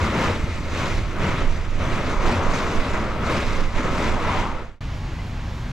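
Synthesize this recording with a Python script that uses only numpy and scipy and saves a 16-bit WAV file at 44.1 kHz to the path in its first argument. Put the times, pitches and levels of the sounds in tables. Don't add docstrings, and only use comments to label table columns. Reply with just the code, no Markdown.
import sys
import numpy as np
from scipy import signal
from scipy.fft import rfft, irfft
from scipy.io import wavfile
from scipy.ndimage import uniform_filter1d

SR = 44100
rng = np.random.default_rng(int(sys.argv[2]) if len(sys.argv) > 2 else 0)


def put_to_file(sound):
    columns = np.atleast_2d(sound).T
    safe = np.clip(columns, -1, 1)
    whole_steps = np.round(safe * 32767)
    wavfile.write(sys.argv[1], SR, whole_steps.astype(np.int16))


N = 252232
TIME, FREQS = np.arange(N) / SR, np.fft.rfftfreq(N, 1 / SR)
CUT_S, FADE_START_S, FADE_POWER = 4.806, 4.414, 1.1
EDGE_HZ = 13900
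LULL_ROAR_DB, LULL_SPRAY_DB, LULL_BOOM_DB, LULL_LIFT_DB = -38, -44, -33.5, 1.5
GUST_FALL_POWER = 1.5


def gust_shape(crest_s, rise_s, fall_s):
    early = np.maximum(crest_s - TIME, 0)
    late = np.maximum(TIME - crest_s, 0)
    return np.exp(-(early / rise_s) ** 2 - (late / fall_s) ** GUST_FALL_POWER)


# (crest_s, rise_s, fall_s, roar_db on the body, spray_db on the glass, boom_db in the cabin,
#  lift_db of the roar's treble)
GUST_ROWS = [(0.04, 0.075, 0.12, -24, -33.5, -29, 1.5), (0.24, 0.13, 0.13, -22, -30.5, -29, 3),
             (0.5, 0.22, 0.61, -38.5, -41.5, -30, -5), (0.85, 0.14, 0.1, -26.5, -33, -33, 2.5),
             (0.957, 0.049, 0.11, -35.5, -38.5, -27, -5), (1.269, 0.12, 0.13, -25.5, -38, -26.5, 4),
             (1.395, 0.081, 0.09, -30, -39.5, -31.5, 5), (1.545, 0.099, 0.17, -39, -43.5, -30.5, 2.5),
             (1.834, 0.063, 0.16, -28.5, -40.5, -25.5, 3), (1.974, 0.068, 0.15, -27.5, -36.5, -31, 3),
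             (2.094, 0.05, 0.17, -26, -42.5, -32.5, -2.5), (2.304, 0.092, 0.12, -22, -32.5, -29, 0.5),
             (2.434, 0.048, 0.078, -26.5, -37, -33, -1), (2.549, 0.075, 0.19, -25, -32.5, -35, -1),
             (2.757, 0.12, 0.18, -29, -35.5, -34, -6), (2.998, 0.22, 0.14, -25.5, -40, -34, -1),
             (3.216, 0.097, 0.1, -28.5, -50, -28.5, 2.5), (3.318, 0.073, 0.19, -25, -33, -29.5, 0.5),
             (3.579, 0.17, 0.12, -30, -35.5, -34, 0), (3.79, 0.047, 0.087, -27.5, -37, -49, 2),
             (3.888, 0.082, 0.16, -25.5, -36, -33.5, -1), (4.047, 0.11, 0.18, -25.5, -34.5, -29, 0.5),
             (4.32, 0.13, 0.2, -26.5, -36.5, -29, 7), (4.6, 0.15, 0.13, -30.5, -44, -50, 2)]


def gusting():
    body, glass, cabin = amp([LULL_ROAR_DB, LULL_SPRAY_DB, LULL_BOOM_DB]) ** 2
    lift = body * LULL_LIFT_DB
    for crest_s, rise_s, fall_s, roar_db, spray_db, boom_db, lift_db in GUST_ROWS:
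        power = gust_shape(crest_s, rise_s, fall_s) ** 2
        body = body + power * amp(roar_db) ** 2
        glass = glass + power * amp(spray_db) ** 2
        cabin = cabin + power * amp(boom_db) ** 2
        lift = lift + power * amp(roar_db) ** 2 * lift_db
    return 10 * np.log10(body), 10 * np.log10(glass), 10 * np.log10(cabin), lift / body


# (pitch_hz, relative level_db)
ROAR_COLOUR = [(76, -33), (130, -1.5), (231, 0.5), (287, -1.5), (341, -2), (401, -3.5), (503, -4),
               (570, -3), (805, -9), (920, -8), (1190, -8), (1350, -7), (1640, -12.5), (2230, -16.5),
               (3200, -22.5), (4160, -33.5), (7040, -120)]
# (pitch_hz, width_hz, average boost_db at full ringing)
PANEL_TONES = [(227, 25, 2.5), (347, 32, 0), (596, 51, 2), (934, 69, 4.5), (1080, 110, 3.5),
               (1280, 74, 4.5), (2030, 100, 4), (2170, 70, 3)]
# (time_s, share from 0 to 1)
PANEL_RINGING = [(3.6, 0.98), (3.9, 0.93)]


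def roar(roar_db, lift_db):
    drumming = white() + amp(-4) * drops(per_s=1500, spread_db=2.5, splash_s=0.0011, splash_db=-13.5)
    drumming = patchy(drumming, depth_db=0.72, size=(7, 14))
    ringing = ring(drumming, PANEL_TONES, waver=0.17, wander_hz=21.4)
    panels = drumming + follow(PANEL_RINGING, 1) * (ringing - drumming)
    coloured = place(panels, read(ROAR_COLOUR), STORM_IMAGE)
    flicker_db = 0.64 * drift(rate_hz=22)
    return brighten(coloured, 1900, lift_db) * amp(roar_db + flicker_db)


# (pitch_hz, relative level_db)
SPRAY_COLOUR = [(300, -9), (550, -11), (760, -45), (1000, -11), (2200, -2), (3100, -8.5), (5000, -13.5),
                (6800, -17), (7700, -20.5), (8400, -28), (10800, -35.5), (12400, -40), (13300, -40),
                (13900, -64)]
# (pitch_hz, width_hz, average boost_db)
GLASS_TONES = [(3730, 53, 3), (6000, 63, 3.5), (6340, 82, 3), (6950, 65, -0.5), (7630, 77, 1.5)]
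FIZZ_DB, FIZZ_PER_DB = 0.5, 0.6


def spray(spray_db):
    spatter = white() + amp(2.0) * drops(per_s=1300, spread_db=1.5, splash_s=0.0072, splash_db=-6)
    spatter = patchy(spatter, depth_db=1.08, size=(12, 14))
    glass = ring(spatter, GLASS_TONES, waver=0.64, wander_hz=30)
    glass = place(glass, read(SPRAY_COLOUR), STORM_IMAGE)
    fizz_db = FIZZ_DB + FIZZ_PER_DB * (spray_db - LULL_SPRAY_DB)
    return brighten(glass, 11700, fizz_db) * amp(spray_db + 0.94 * drift(rate_hz=7))


# (pitch_hz, relative level_db)
BUFFET_COLOUR = [(4, 9), (9, 15), (15, 18), (22, 22), (32, 10.5), (42, 6), (60, 7), (120, -57)]
# (time_s, level_db)
ROCKING_LEVEL = [(0.2, -32.5), (1.0, -29.5), (1.55, -26), (2.0, -27), (2.3, -34), (2.65, -30), (2.95, -23),
                 (3.3, -31), (3.65, -22.5), (4.0, -28.5), (4.7, -24)]
# (pitch_hz, relative level_db)
BOOM_COLOUR = [(35, -14.5), (58, -3.5), (74, -2), (90, 0.5), (118, -6.5), (170, -13), (235, -15.5),
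               (290, -20.5), (350, -16), (600, -60.5)]
# (middle_s, level_db, pitch_hz, half_length_s)
SLAP_ROWS = [(0.031, -16, 80, 0.015), (0.104, -20, 85, 0.012), (0.307, -18.5, 93, 0.025),
             (0.441, -12.5, 74, 0.0058), (0.967, -16, 31, 0.03), (1.048, -22, 48, .03),
             (1.211, -18, 14, 0.048), (1.265, -23, 187, .014), (1.425, -28, 38, 0.017),
             (1.474, -16, 17, 0.063), (1.663, -22, 81, 0.023), (1.732, -15.5, 18.5, .06),
             (1.941, -13, 15, 0.035), (2.183, -16, 26, 0.027), (2.264, -14, 19, 0.037),
             (2.378, -19, 89, 0.038), (2.488, -14, 20, 0.046), (2.799, -13.5, 13, 0.047),
             (2.961, -17.5, 13, 0.04), (3.492, -15, 22, 0.062), (3.652, -15.5, 15.7, 0.11),
             (3.763, -15, 17, 0.044), (4.116, -20, 20, 0.049)]


def wind(boom_db):
    rocking = pressure(BUFFET_COLOUR, STORM_IMAGE, evenness=0.64, size=5000) * amp(follow(ROCKING_LEVEL, 1))
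    boom = pressure(BOOM_COLOUR, STORM_IMAGE, evenness=0.88, size=3000) * amp(boom_db)
    slaps = np.zeros(N)
    for middle_s, level_db, pitch_hz, half_length_s in SLAP_ROWS:
        t = TIME - middle_s
        slaps += amp(level_db) * np.exp(-(t / half_length_s) ** 2) * np.cos(2 * np.pi * pitch_hz * t)
    lean = amp(read(STORM_SIDE_DB) / 2) ** np.array([[1], [-1]])
    return rocking + boom + irfft(rfft(slaps) * lean / lean.mean(0), N)


# (time_s, level_db, pitch_hz before its random wander)
HOWL_PATH = [(0, -58, 1066), (1.7, -55, 1049), (2.3, -31.5, 1060), (3.1, -42, 1119), (3.65, -41, 1058),
             (3.95, -37, 1013), (4.35, -27.5, 990), (4.5, -30.5, 974), (4.75, -47, 953)]
HOWL_HZ, HOWL_WIDTH_HZ = 1024, 580


def howl():
    band_db = -20 * np.log10(1 + (2 * (FREQS - HOWL_HZ) / HOWL_WIDTH_HZ) ** 2)
    shift_hz = follow(HOWL_PATH, 2) + 35 * drift(rate_hz=8.03) - HOWL_HZ
    breath = signal.hilbert(place(white(), band_db, STORM_IMAGE))
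    band = breath * np.exp(2j * np.pi * np.cumsum(shift_hz) / SR)
    return band.real * amp(follow(HOWL_PATH, 1))


# (pitch_hz, relative level_db)
LIGHT_RAIN_COLOUR = [(200, -0.5), (400, 0), (750, -0.5), (950, 0.5), (1500, -3), (2100, -4.5), (3200, -8.5),
                     (5000, -14.5), (6800, -19.5), (8300, -29), (11000, -43), (13000, -49), (14000, -52)]
RUMBLE_COLOUR = [(10, 4.5), (25, 11.5), (38, 14), (52, 11), (68, 4.5), (90, -8), (140, -49.5)]
DRONE_COLOUR = [(40, -35), (65, -4.5), (88, 0), (108, -0.5), (150, -5), (205, -13.5), (240, -12),
                (280, -19), (315, -17), (400, -30), (700, -75)]
LIGHT_RAIN_DB, RUMBLE_DB, DRONE_DB = -39.5, -30.5, -31


def light_rain():
    patter = white() + amp(-5.5) * drops(per_s=1300, spread_db=0.0, splash_s=0.0093, splash_db=-13)
    patter = patchy(patter, depth_db=0.6, size=(12, 16))
    rain = place(patter, read(LIGHT_RAIN_COLOUR), CALM_IMAGE)
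    rumble = pressure(RUMBLE_COLOUR, CALM_IMAGE, evenness=0.7, size=4000)
    drone = pressure(DRONE_COLOUR, CALM_IMAGE, evenness=0.79, size=1800)
    return amp(LIGHT_RAIN_DB) * rain + amp(RUMBLE_DB) * rumble + amp(DRONE_DB) * drone


# (middle_s, level_db, pitch_hz, glide_hz_per_s, half_length_s)
SQUEAK_TONES = [(5.196, -38.5, 2030, -1000, 0.009), (5.194, -43.5, 2950, 17000, 0.008),
                (5.21, -40, 2100, -2000, .005)]


def squeak():
    tones = np.zeros(N)
    for middle_s, level_db, pitch_hz, glide, half_length_s in SQUEAK_TONES:
        t = TIME - middle_s
        swell = np.exp(-(t / half_length_s) ** 2)
        tones += amp(level_db) * swell * np.sin(2 * np.pi * (pitch_hz + glide * t / 2) * t)
    return tones


def pressure(spectrum, image, evenness, size):
    x = place(white(), read(spectrum), image)
    power = uniform_filter1d(uniform_filter1d(x.mean(0) ** 2, size), size // 2)
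    x = x / (abs(power) + 1e-6) ** (np.clip(evenness, 0, 1) / 2)
    return x / x.mean(0).std()


def drops(per_s, spread_db, splash_s, splash_db):
    t, out = np.arange(2048) / SR, np.zeros((2, N))
    burst = np.exp(-t / 0.00033) + amp(splash_db) * np.exp(-t / splash_s)
    for _ in range(8):
        hit = rng.random(N) < per_s / 8 / SR
        sizes = hit * amp(spread_db * np.minimum(rng.exponential(1, N), 4.5))
        splash = rng.standard_normal((2, len(t))) * burst
        out += signal.oaconvolve(sizes[None], splash, axes=1)[:, :N]
    return unit(out)


def ring(x, resonances, waver, wander_hz):
    hz, _, z = signal.stft(x, SR, nperseg=2048, noverlap=1536)
    gain_db = np.zeros(z.shape[1:])
    for centre_hz, width_hz, boost_db in resonances:
        wanders = uniform_filter1d(rng.standard_normal((2, z.shape[2])), size=18, axis=1)
        swell, shift = (unit(row) for row in wanders)
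        distance_hz = hz[:, None] - centre_hz - wander_hz * shift
        gain_db += boost_db * np.maximum(1 + waver * swell, 0) / (1 + (2 * distance_hz / width_hz) ** 2)
    return signal.istft(z * amp(gain_db), nperseg=2048, noverlap=1536)[1][:, :N]


def patchy(x, depth_db, size):
    z = signal.stft(x, nperseg=512, noverlap=384)[2]
    field = rng.standard_normal(z.shape[1:])
    field = unit(uniform_filter1d(uniform_filter1d(field, size[0], axis=0), size[1], axis=1))
    return signal.istft(z * amp(depth_db * field), nperseg=512, noverlap=384)[1][:, :N]


def brighten(x, corner_hz, shelf_db):
    treble = irfft(rfft(x) / (1 + (corner_hz / (FREQS + 1)) ** 8), N)
    return x + treble * (amp(shelf_db) - 1)


# (pitch_hz, likeness from 0 to 1)
STORM_SAME_SHARE = [(25, 1), (80, 1), (140, 0.98), (300, 0.99), (610, 0.97), (1320, 0.99), (2200, 0.88),
                    (3000, 0.45), (6200, 0.96), (9000, 0.62), (10800, 0.89), (13000, 0.12)]
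CALM_SAME_SHARE = [(40, 0.98), (85, 1), (130, .9995), (250, 0.99), (520, 1), (1200, 0.91), (3000, 0.85),
                   (5500, 0.82), (7000, 0.95)]
# (pitch_hz, difference_db)
STORM_SIDE_DB = [(25, -7.5), (65, 0.5), (250, 0.5), (650, 3.5), (1300, 3.5), (2300, -2), (3200, -0.5),
                 (4500, -1.5), (5600, 1), (7000, 5.5), (8800, 5.5), (10300, -0.5), (12300, 9)]
CALM_SIDE_DB = [(100, -0.1), (2200, -.8), (8000, .5)]
# (pitch_hz, lead_radians)
STORM_LEAD_RAD = [(200, 0.013), (780, -0.22), (2300, -0.37), (3100, -1.2), (3700, -0.33), (5300, -0.74),
                  (6000, -0.66)]
CALM_LEAD_RAD = [(200, -0.028), (1200, -0.37), (2800, -0.48), (6500, -0.1)]
STORM_IMAGE = (STORM_SAME_SHARE, STORM_SIDE_DB, STORM_LEAD_RAD)
CALM_IMAGE = (CALM_SAME_SHARE, CALM_SIDE_DB, CALM_LEAD_RAD)


def place(x, colour_db, image):
    same, side_db, lead = (read(points) for points in image)
    same = np.clip(same, 0, 1)
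    a, b = rfft(x) * amp(colour_db)
    common, apart = a * np.sqrt(1 + same), b * np.sqrt(1 - same)
    lean = amp(side_db / 2) * np.exp(.5j * lead)
    sides = np.array([(common + apart) * lean, (common - apart) / lean])
    pair = irfft(sides / np.cosh(np.log(abs(lean))), N)
    return pair / pair.mean(0).std()


def amp(db):
    return 10 ** (np.asarray(db) / 20)


def unit(x):
    return x / np.sqrt(np.mean(x ** 2) + 1e-20)


def read(points):
    hz, value = np.transpose(points)
    return np.interp(np.log(FREQS + 1), np.log(hz + 1), value)


def follow(rows, column):
    rows = np.asarray(rows)
    return np.interp(TIME, rows[:, 0], rows[:, column])


def white():
    return rng.standard_normal((2, N))


def drift(rate_hz):
    return unit(irfft(rfft(rng.standard_normal(N)) / (1 + (FREQS / rate_hz) ** 4), N))


def scene():
    roar_db, spray_db, boom_db, lift_db = gusting()
    storm = roar(roar_db, lift_db) + spray(spray_db) + howl() + wind(boom_db)
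    fade_out = np.clip((CUT_S - TIME) / (CUT_S - FADE_START_S), 0, 1) ** FADE_POWER
    cut_in = np.clip(np.minimum(TIME - CUT_S, TIME[-1] - TIME) / .003, 0, 1)
    return storm * fade_out + (light_rain() + squeak()) * cut_in


def record(dry):
    lowpass = signal.firwin(255, EDGE_HZ, window=("kaiser", 8), fs=SR)
    return signal.oaconvolve(dry, lowpass[None], "same")


dry = scene()
out = record(dry)
put_to_file(out)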